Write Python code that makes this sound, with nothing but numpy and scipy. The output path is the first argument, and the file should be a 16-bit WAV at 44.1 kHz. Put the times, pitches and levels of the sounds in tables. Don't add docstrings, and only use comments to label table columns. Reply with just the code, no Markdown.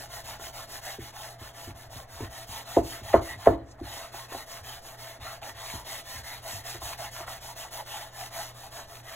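import sys
import numpy as np
from scipy import signal
from scipy.fft import rfft, irfft, next_fast_len
from scipy.io import wavfile
from scipy.ndimage import uniform_filter1d, map_coordinates

SR = 44100
rng = np.random.default_rng(int(sys.argv[2]) if len(sys.argv) > 2 else 0)


def persist_wave(psi):
    counts = np.round(np.clip(psi, -1, 1) * 32767).astype(np.int16)
    wavfile.write(sys.argv[1], SR, np.atleast_2d(counts).T)


N = 403515

# (start [s], relative fibre hiss [dB], relative wood rasp [dB],
# bite: rasp lift above 1 kHz [dB], pressure rise through stroke [dB], lean [-1..1, positive = fastest early])
STROKE_TABLE = [(-0.07, -45, -42.5, -4, -2, 0.054), (0.082, -44, -44.5, -1.5, 1, -0.29),
                (0.232, -42.5, -44, 0, 9, 0.49), (0.386, -43.5, -45.5, -4, 2, 0.063),
                (0.522, -44, -45.5, 1, 3, 0.15), (0.669, -42, -45, -6, -3, -0.33),
                (0.81, -42, -47.5, 3.5, 1, 0.2), (0.986, -48.5, -54.5, 10, -1, -0.12),
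                (1.122, -45, -46, 0.5, -2.5, 0.4), (1.379, -49.5, -48.5, 1.5, 4, 0.23),
                (1.525, -47.5, -47.5, -4.5, -3, 0.13), (1.741, -52, -51.5, -2.5, 3, 0.22),
                (1.891, -48.0, -48.5, -8, 11, 0.55), (2.07, -48, -48.5, 0, 13, -0.16),
                (2.292, -45, -46, -0.5, 4, -0.063), (2.463, -41, -44.5, -2.5, 8, 0.2),
                (2.647, -43, -45, 2.5, 0, -0.16), (2.823, -42.0, -46.5, 4.5, 10, 0.41),
                (3.024, -45, -45, 3.5, 6, 0.28), (3.206, -43.5, -46.5, 6, 11, 0.44),
                (3.373, -47.5, -45, 0.5, -1, 0.06), (3.571, -84, -63, 1, -13, 0.0),
                (3.655, -74, -60, -7, 3, 0.54), (3.77, -71, -56, -7, 10, -0.62),
                (3.818, -42, -45, 3.5, 7, 0.56), (4.114, -45.5, -46.5, 3.5, 1, 0.28),
                (4.279, -44, -45, 2, -3, 0.067), (4.457, -44.5, -46, -2.5, 7, 0.39),
                (4.627, -45, -47, 3, -1.5, 0.2), (4.812, -48.5, -47.5, -6, 6, 0.068),
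                (4.968, -46, -47, 1.5, 4, 0.52), (5.195, -45.5, -45.5, 4, -1, 0.6),
                (5.41, -45.5, -42.5, -2.5, -1, 0.17), (5.537, -42.5, -45.5, 4, -6.5, -0.24),
                (5.84, -39.5, -46, 4.5, -2, 0.13), (6.032, -42, -48.5, 5.5, 4, -0.29),
                (6.227, -43, -48, 7.5, 7, 0.45), (6.414, -40.0, -44, -0.5, -2, 0.057),
                (6.633, -40.5, -46, 4, -1, 0.4), (6.798, -38.5, -43.5, 0.0, 11, 0.26),
                (6.97, -42, -44.5, 4.5, 5, 0.36), (7.105, -43.5, -44, 0, 15, 0.36),
                (7.26, -42.5, -44.5, 3, 2, 0.4), (7.4, -44, -46.5, -2.5, 4, 0.15),
                (7.549, -42.5, -44, -1, 3, 0.56), (7.702, -41.5, -42.5, -4, 10, 0.5),
                (7.847, -42.5, -44.5, 2, 3, 0.63), (8.119, -44, -44, -4, 0, -0.26),
                (8.3, -41, -43, 1, -4, 0.26), (8.535, -49.5, -50, 0, 3, -0.13),
                (8.702, -45.5, -45, -1, 8, 0.46), (8.868, -50, -48, -13, -4, 0.026),
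                (9.026, -47.5, -49, 4, 8, -0.19)]
LAST_TURN_S = 9.2
TOP_HZ = 15800


def amp(db):
    return 10 ** (np.asarray(db) / 20)


def unit(x):
    return x / np.sqrt(np.mean(x ** 2) + 1e-20)


def along(points, hz):
    f, v = np.transpose(points)
    return np.interp(np.log(hz + 1), np.log(f + 1), v)


def wobble(rate_hz):
    knots = rng.standard_normal(int(N * rate_hz / SR) + 4)
    return map_coordinates(knots, [np.arange(N) * rate_hz / SR])


def filtered(x, response):
    m = next_fast_len(N + SR // 2)
    return irfft(rfft(x, m) * response(np.fft.rfftfreq(m, 1 / SR)), m)[..., :N]


def coloured(x, spectrum):
    return unit(filtered(x, lambda hz: amp(along(spectrum, hz))))


def passed(x, edge_hz, kind, order):
    return signal.sosfilt(signal.butter(order, edge_hz, kind, fs=SR, output="sos"), x)


def noise_band(size, low_hz, high_hz, order=2):
    return unit(passed(rng.standard_normal(size), [low_hz, high_hz], "bandpass", order))


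def add(track, s, sound):
    part = track[round(s * SR):][:len(sound)]
    part += sound[:len(part)]


USUAL_DB = -43


def hand():
    carry = 0.51
    fullness = 1.04
    start, hiss_db, rasp_db, bite_db, push_db, lean = np.transpose(STROKE_TABLE)
    turns, over_db = np.append(start, LAST_TURN_S), hiss_db - USUAL_DB
    place = np.interp(np.arange(N) / SR, turns, np.arange(len(turns)))
    k = np.minimum(place.astype(int), len(start) - 1)
    u = place % 1
    phase = u + np.clip(lean[k], -1, 1) * u * (1 - u)
    speed = np.abs(np.sin(np.pi * phase))
    speed = np.tanh(fullness * speed) / np.tanh(fullness)
    glide_db = np.interp(place, np.arange(len(start)) + .5, over_db)
    strength_db = over_db[k] + carry * (glide_db - over_db[k])
    pressure_db = rasp_db[k] + push_db[k] * (u - .5)
    return speed, strength_db, glide_db, pressure_db, bite_db[k]


def friction(grain_db, patchy_db):
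    slips = rng.standard_normal(N) * amp(grain_db * wobble(1100))
    z = signal.stft(slips, nperseg=1024)[2]
    field = uniform_filter1d(rng.standard_normal(z.shape), 7, 0)
    field = uniform_filter1d(field, 6, 1)
    return unit(signal.istft(z * amp(patchy_db * unit(field)), nperseg=1024)[1][:N])


def board_ring(scatter_db, damped_s, blur_hz, size=SR // 3):
    # (mode [Hz], relative level [dB], t60 before hand damping [s])
    board_modes = [(65, -27.5, 0.31), (104.7, -28.5, 0.26), (212, -33.5, 0.14), (259.4, -21.5, 0.17),
                   (279.6, -31, 0.71), (328.3, -19.5, 0.41), (351, -21, 0.11), (375, -14, 0.15),
                   (390, -32, 0.3), (431, -16, 0.11), (470, -27, 0.09), (524, -21.5, 0.13),
                   (561, -30, 0.17), (673, -11.5, 0.13), (775, -25.5, 0.11), (792, -23, 0.16),
                   (897, -32, 0.32), (928, -25.5, 0.17), (1056, -22, 0.15), (1293, -26.5, 0.13),
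                   (1392, -29, 0.25), (1520, -30, 0.1), (1749, -22, 0.2), (1945, -23.5, 0.17)]
    t = np.arange(size) / SR
    ring = np.zeros(size)
    for hz, db, t60_s in board_modes:
        build_up = 1 - np.exp(-t * hz / 0.25)
        wander = np.cumsum(rng.standard_normal(size)) * np.sqrt(abs(blur_hz) / (2 * np.pi * SR))
        decay = amp(db + scatter_db * rng.normal() - 60 * t / t60_s)
        ring += decay * build_up * np.sin(2 * np.pi * (hz * t + wander + rng.random()))
    return ring * amp(-60 * t / damped_s)


def singing():
    slips, track = rng.standard_normal(N) * amp(2.96 * wobble(260)), np.zeros(N)
    turns = [max(row[0], 0) for row in STROKE_TABLE] + [LAST_TURN_S]
    for start, end in zip(turns, turns[1:]):
        ring = board_ring(scatter_db=2.0, damped_s=0.32, blur_hz=10.6, size=SR // 12)
        ring = passed(ring, 713, "highpass", order=5)
        stroke_slips = slips[round(start * SR):round(end * SR)]
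        add(track, start, signal.fftconvolve(stroke_slips, ring / np.linalg.norm(ring)))
    return unit(passed(track, 1400, "lowpass", order=2))


def catches(speed):
    full_speed_rate_hz, life_s = 110, 0.0016
    struck = rng.random(N) < full_speed_rate_hz * speed / SR
    snaps = struck * amp(2.5 * np.minimum(rng.exponential(size=N), 2))
    life = signal.lfilter([1], [1, -np.exp(-1 / (life_s * SR))], snaps)
    return unit(passed(life * rng.standard_normal(N), [750, 4000], "bandpass", order=2))


def scrubbing():
    # (frequency [Hz], relative density [dB per Hz])
    hiss_spectrum = [(200, -16.5), (1000, -8), (2400, -8), (3100, -1), (4300, 0), (5300, 0.5), (6700, 0),
                     (7600, -2.5), (8400, -3.5), (9400, -2), (12000, -2), (15500, -6)]
    # (frequency [Hz], relative density [dB per Hz])
    rasp_spectrum = [(80, -43), (250, -15), (480, -14.5), (590, -6.5), (675, 1), (735, -7.5), (840, 2.5),
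                     (1000, -11), (1100, -5.5), (1550, -11.5), (1930, -3), (2400, -14), (4200, -11),
                     (12000, -85)]
    rests_s = [1.379, 1.741, 1.893, 2.07, 5.195, 5.408]
    rest_db, rest_half_s = -6.5, 0.045
    creep_db, creep_growth = -51.5, 0.64
    speed, strength_db, turn_db, pressure_db, bite_db = hand()
    t = np.arange(N) / SR
    resting = sum(np.exp(-((t - s) / rest_half_s) ** 2) for s in rests_s)
    creep = amp(creep_db + creep_growth * turn_db + rest_db * resting)
    drag = amp(0.65 * wobble(45))
    fibres = coloured(friction(grain_db=1.3, patchy_db=1.7), hiss_spectrum)
    dull = filtered(fibres, lambda hz: 1 / (1 + (hz / 6000) ** 2))
    sliding = speed ** 2 / (speed ** 2 + 0.18 ** 2)
    hiss_gain = np.hypot(amp(USUAL_DB + strength_db + 0.83) * speed ** 1.35, creep)
    hiss = hiss_gain * (dull + sliding * (fibres - dull))
    rasp = amp(-1.85) * coloured(friction(grain_db=1.0, patchy_db=4.0), rasp_spectrum)
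    upper = filtered(rasp, lambda hz: hz ** 8 / (hz ** 8 + 1000 ** 8))
    rasp = rasp + (amp(bite_db) - 1) * upper
    rasp = rasp + amp(-3.0) * singing() + amp(-9.5) * catches(speed)
    return drag * (hiss + amp(pressure_db) * speed ** 0.76 * rasp)


def background():
    # (frequency [Hz], relative density [dB per Hz])
    air_spectrum = [(20, 8), (45, 5), (70, 3.5), (115, 2.5), (160, -4.5), (450, -6.5), (580, -2),
                    (670, -10), (800, -8), (1300, -12.5), (1900, -9.5), (3000, -55), (15000, -76)]
    # (frequency [Hz], relative density [dB per Hz])
    draught_spectrum = [(60, -12), (300, -5), (670, 5), (1300, -4.5), (3000, -16), (15000, -86)]
    # (time [s], level [dB])
    rumble_levels = [(0.3, -56), (1.1, -65), (3.0, -64), (4.2, -65), (6.3, -66), (7.0, -57), (7.5, -59.5),
                     (8.2, -64)]
    t = np.arange(N) / SR
    air = coloured(rng.standard_normal(N), air_spectrum)
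    air = air + amp(-3.5) * coloured(rng.standard_normal((2, N)), draught_spectrum)
    rumble = noise_band(N, 22, 90) * amp(2.5 * wobble(2.67))
    rumble_db = np.interp(t, *np.transpose(rumble_levels))
    whirr = noise_band(N, 655, 685, order=1)
    hum = np.sin(2 * np.pi * 119.5 * t + .3 * wobble(5)) * amp(2.2 * wobble(9))
    return amp(-56.0) * air + amp(rumble_db) * rumble + amp(-59.5) * whirr + amp(-54.0) * hum


def bumps():
    # (time [s], direct peak [dB], contact cut-off [Hz])
    taps = [(0.396, -37, 1200), (4.141, -33, 1000), (4.320, -33, 1870), (4.323, -28.5, 810),
            (4.347, -26, 720), (5.425, -35.5, 900), (6.753, -33, 1500), (6.817, -32, 900),
            (7.204, -32, 900), (7.278, -41, 1600)]
    track = np.zeros(N)
    for s, db, contact_hz in taps:
        ring = board_ring(scatter_db=4.0, damped_s=0.1, blur_hz=3.5, size=SR // 6)
        upper = passed(ring, 1.42 * contact_hz, "highpass", order=2)
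        sound = passed(upper + amp(-17.5) * ring, contact_hz, "lowpass", order=4)
        add(track, s, amp(db) * sound / np.abs(sound).max())
    return track


def swell(s, db, half_s, low_hz, high_hz):
    t = np.arange(SR // 3) / SR - 1 / 6
    shape = np.exp(-(t / half_s) ** 2)
    edges_hz = [low_hz, min(high_hz, TOP_HZ)]
    rub = shape * passed(rng.standard_normal(len(t)), edges_hz, "bandpass", order=2)
    return s + t[0], amp(db) * rub * np.linalg.norm(shape) / np.linalg.norm(rub)


def grips():
    # (height time [s], direct level [dB], centre [Hz], half-length [s])
    holds = [(0.886, -41.5, 690, 0.021), (0.888, -44, 1900, 0.018), (1.205, -49, 790, .05),
             (2.554, -51, 3180, 0.038), (2.934, -47, 1880, 0.014), (3.942, -49, 3160, .035),
             (5.266, -45, 670, 0.033), (5.293, -44.5, 1300, 0.046), (5.713, -50, 3870, .03),
             (5.766, -46.5, 935, 0.071), (5.954, -51, 1920, 0.036), (6.161, -46, 1900, 0.016),
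             (6.319, -46.5, 1930, .045), (6.473, -45.5, 680, 0.021), (6.683, -50, 1890, .025),
             (6.924, -45, 1160, .018), (7.018, -38.5, 700, 0.015), (7.041, -51, 2860, 0.022),
             (7.206, -49, 685, 0.02), (7.508, -48, 950, .025), (7.623, -48, 2840, .025),
             (7.645, -44, 800, .018), (7.801, -39.5, 910, 0.02), (7.93, -48, 2900, 0.047),
             (7.975, -44.5, 816, 0.072), (7.984, -52, 1460, .04), (8.22, -43.5, 736, 0.031),
             (8.392, -39.5, 814, 0.043), (8.647, -47, 780, .02), (8.788, -46, 700, 0.023)]
    width_octaves = 0.3
    track, spread = np.zeros(N), 2 ** (width_octaves / 2)
    for s, db, centre_hz, half_s in holds:
        add(track, *swell(s, db, half_s, centre_hz / spread, centre_hz * spread))
    return track


def knocks():
    # (time [s], force [dB], contact cut-off [Hz, low = cushioned], hand-damping t60 [s])
    landings = [(0.985, -20, 360, .4), (1.409, -26, 290, 0.17), (1.673, -18, 294, 0.23),
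                (1.847, -28, 110, .1), (1.958, -25.5, 260, 0.13), (2.129, -25, 130, .1),
                (2.205, -17, 336, 0.2), (2.217, -18, 340, 0.29), (2.483, -25, 220, .15),
                (2.7709, -0.5, 750, 0.3), (3.012, -21, 248, 0.16), (3.092, -15, 140, 0.1),
                (3.1424, 0, 1240, 0.36), (3.356, -28, 232, 0.15), (3.4723, -0.3, 1040, 1.3),
                (3.812, -16, 330, 0.18), (3.9, -29, 90, 0.084), (4.349, -32, 380, 0.14),
                (4.596, -28, 150, 0.15), (5.184, -26, 210, .15), (5.512, -31, 130, .1),
                (5.737, -19, 287, 0.13), (6.147, -25.5, 190, 0.13), (6.19, -33, 230, 0.12),
                (6.53, -21, 197, 0.11), (6.745, -29, 430, .12), (6.818, -26, 130, .1)]
    # (delay [s], frequency [Hz], relative level [dB], half-length [s])
    table_thuds = [(0.015, 101.3, -24.5, 0.013), (0.042, 85.5, -25, 0.0077), (0.083, 65, -41, 0.02)]
    slap_db, slap_growth = 0, 1.4
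    press = 0.31
    rise_s = .004
    track, t = np.zeros(N), np.arange(SR // 3) / SR
    slap = np.exp(-((t - rise_s) / .0013) ** 2) * np.cos(2 * np.pi * 630 * (t - rise_s))
    for s, db, contact_hz, damped_s in landings:
        chatter = noise_band(len(t), 255, 450) * amp(-23 - 60 * t / 0.14)
        clatter = noise_band(len(t), 700, 1900) * amp(-21 - 60 * t / 0.21)
        thump = noise_band(len(t), 110, 290) * amp(-34.5 - 60 * t / 0.25)
        bloom = t / 0.022 * np.exp(1 - t / 0.025)
        rumble = noise_band(len(t), 45, 110, order=3) * amp(-36.5) * bloom
        thud = np.zeros(len(t))
        for delay_s, hz, level_db, half_s in table_thuds:
            shape = amp(level_db) * np.exp(-((t - delay_s) / half_s) ** 2)
            thud += shape * np.sin(2 * np.pi * (hz * t + rng.random()))
        ring = board_ring(scatter_db=1.0, damped_s=damped_s, blur_hz=2.5)
        body = chatter + clatter + amp(-press * db) * (thump + thud + rumble)
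        body = body * (1 - np.exp(-t / 0.0034)) + amp(0.5) * ring
        slap_gain = amp(slap_growth * db + slap_db)
        add(track, s - rise_s, slap_gain * passed(slap, contact_hz, "lowpass", order=4))
        add(track, s, amp(db) * passed(body, contact_hz, "lowpass", order=4))
    return track


def rough_bursts():
    # (time [s], direct peak [dB], centre [Hz], length [s])
    bursts = [(2.199, -37, 750, .015), (2.764, -19.5, 600, 0.0056), (3.13, -17.5, 1110, 0.01),
              (3.456, -27, 1500, 0.0063), (3.462, -16.5, 704, 0.0034), (3.787, -39.5, 890, 0.0081),
              (6.819, -41, 710, 0.0091), (6.99, -35.5, 1000, 0.0035), (7.276, -28.5, 1300, 0.0046)]
    track, t = np.zeros(N), np.arange(SR // 6) / SR
    for s, db, centre_hz, length_s in bursts:
        burst = rng.standard_normal(len(t)) * t / length_s * np.exp(-2 * t / length_s)
        ring = board_ring(scatter_db=1, damped_s=0.09, blur_hz=11, size=len(t))
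        upper = passed(ring, 636, "highpass", order=6)
        rung = signal.fftconvolve(burst, upper)[:len(t)]
        sound = unit(burst) + amp(-4.0) * unit(rung)
        sound = passed(sound, [centre_hz / 2.04, centre_hz * 1.5], "bandpass", order=2)
        add(track, s, amp(db) * sound / np.abs(sound).max())
    return track


def slides():
    # (height time [s], direct level [dB], half-length [s])
    skin_slides = [(3.7, -63.5, .04), (3.716, -54.5, 0.012)]
    track = np.zeros(N)
    for s, db, half_s in skin_slides:
        add(track, *swell(s, db, half_s, low_hz=4000, high_hz=7750))
    return track


def table_echoes(x):
    # (frequency [Hz], relative level [dB])
    scatter_spectrum = [(60, -22), (250, -10), (800, -5), (1500, -6), (2700, -1), (3700, -5), (5000, -13),
                        (15000, -15)]
    t, hop = np.arange(SR // 30) / SR, SR // 12
    pair, padded = np.zeros((2, N + hop)), np.pad(x, (hop, 2 * hop))
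    window = np.sin(np.pi * np.arange(2 * hop) / (2 * hop))
    for start in range(0, N + hop, hop):
        for channel in pair:
            echoes = rng.standard_normal(len(t)) * amp(-60 * t / 0.11) * (t > .001)
            echoes = echoes / np.linalg.norm(echoes)
            piece = window * padded[start:start + 2 * hop]
            add(channel, start / SR, signal.fftconvolve(piece, echoes))
    return filtered(pair[:, hop:], lambda hz: amp(along(scatter_spectrum, hz)))


def microphones(x):
    # (frequency [Hz], left lead [rad])
    left_lead = [(0, 0), (800, -.4), (1500, 0), (4000, 1.9), (4900, 3.14), (17500, 22)]
    halves = [.5j, -.5j]
    return filtered(x, lambda hz: np.exp(np.outer(halves, np.interp(hz, *np.transpose(left_lead)))))


def room(x):
    # (frequency [Hz], t60 [s])
    room_decay = [(60, 0.86), (300, 0.3), (1000, 0.28), (4000, 0.057), (15000, 0.15)]
    hz, t, z = signal.stft(rng.standard_normal((2, SR // 2)), SR, nperseg=256)
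    decay = amp(-60 * t / along(room_decay, hz)[:, None])
    tail = signal.istft(z * decay, SR, nperseg=256)[1]
    tail = np.pad(tail, ((0, 0), (200, 0))) / np.linalg.norm(tail[0])
    left, right = signal.fftconvolve(x[None], tail, axes=1)[:, :N]
    side = passed(left - right, 560, "highpass", order=1)
    return np.array([left + right + side, left + right - side]) / 2


def scene():
    cloth = scrubbing() + grips() + rough_bursts() + bumps() + slides()
    wood = knocks()
    near = amp(-6) * table_echoes(cloth + .5 * wood)
    return microphones(cloth + wood) + near + room(amp(-14.5) * wood) + background()


def record(dry):
    rounded = dry / (1 + np.abs(dry) ** 8) ** (1 / 8)
    return filtered(rounded, lambda hz: hz < TOP_HZ)


dry = scene()
out = record(dry)
persist_wave(out)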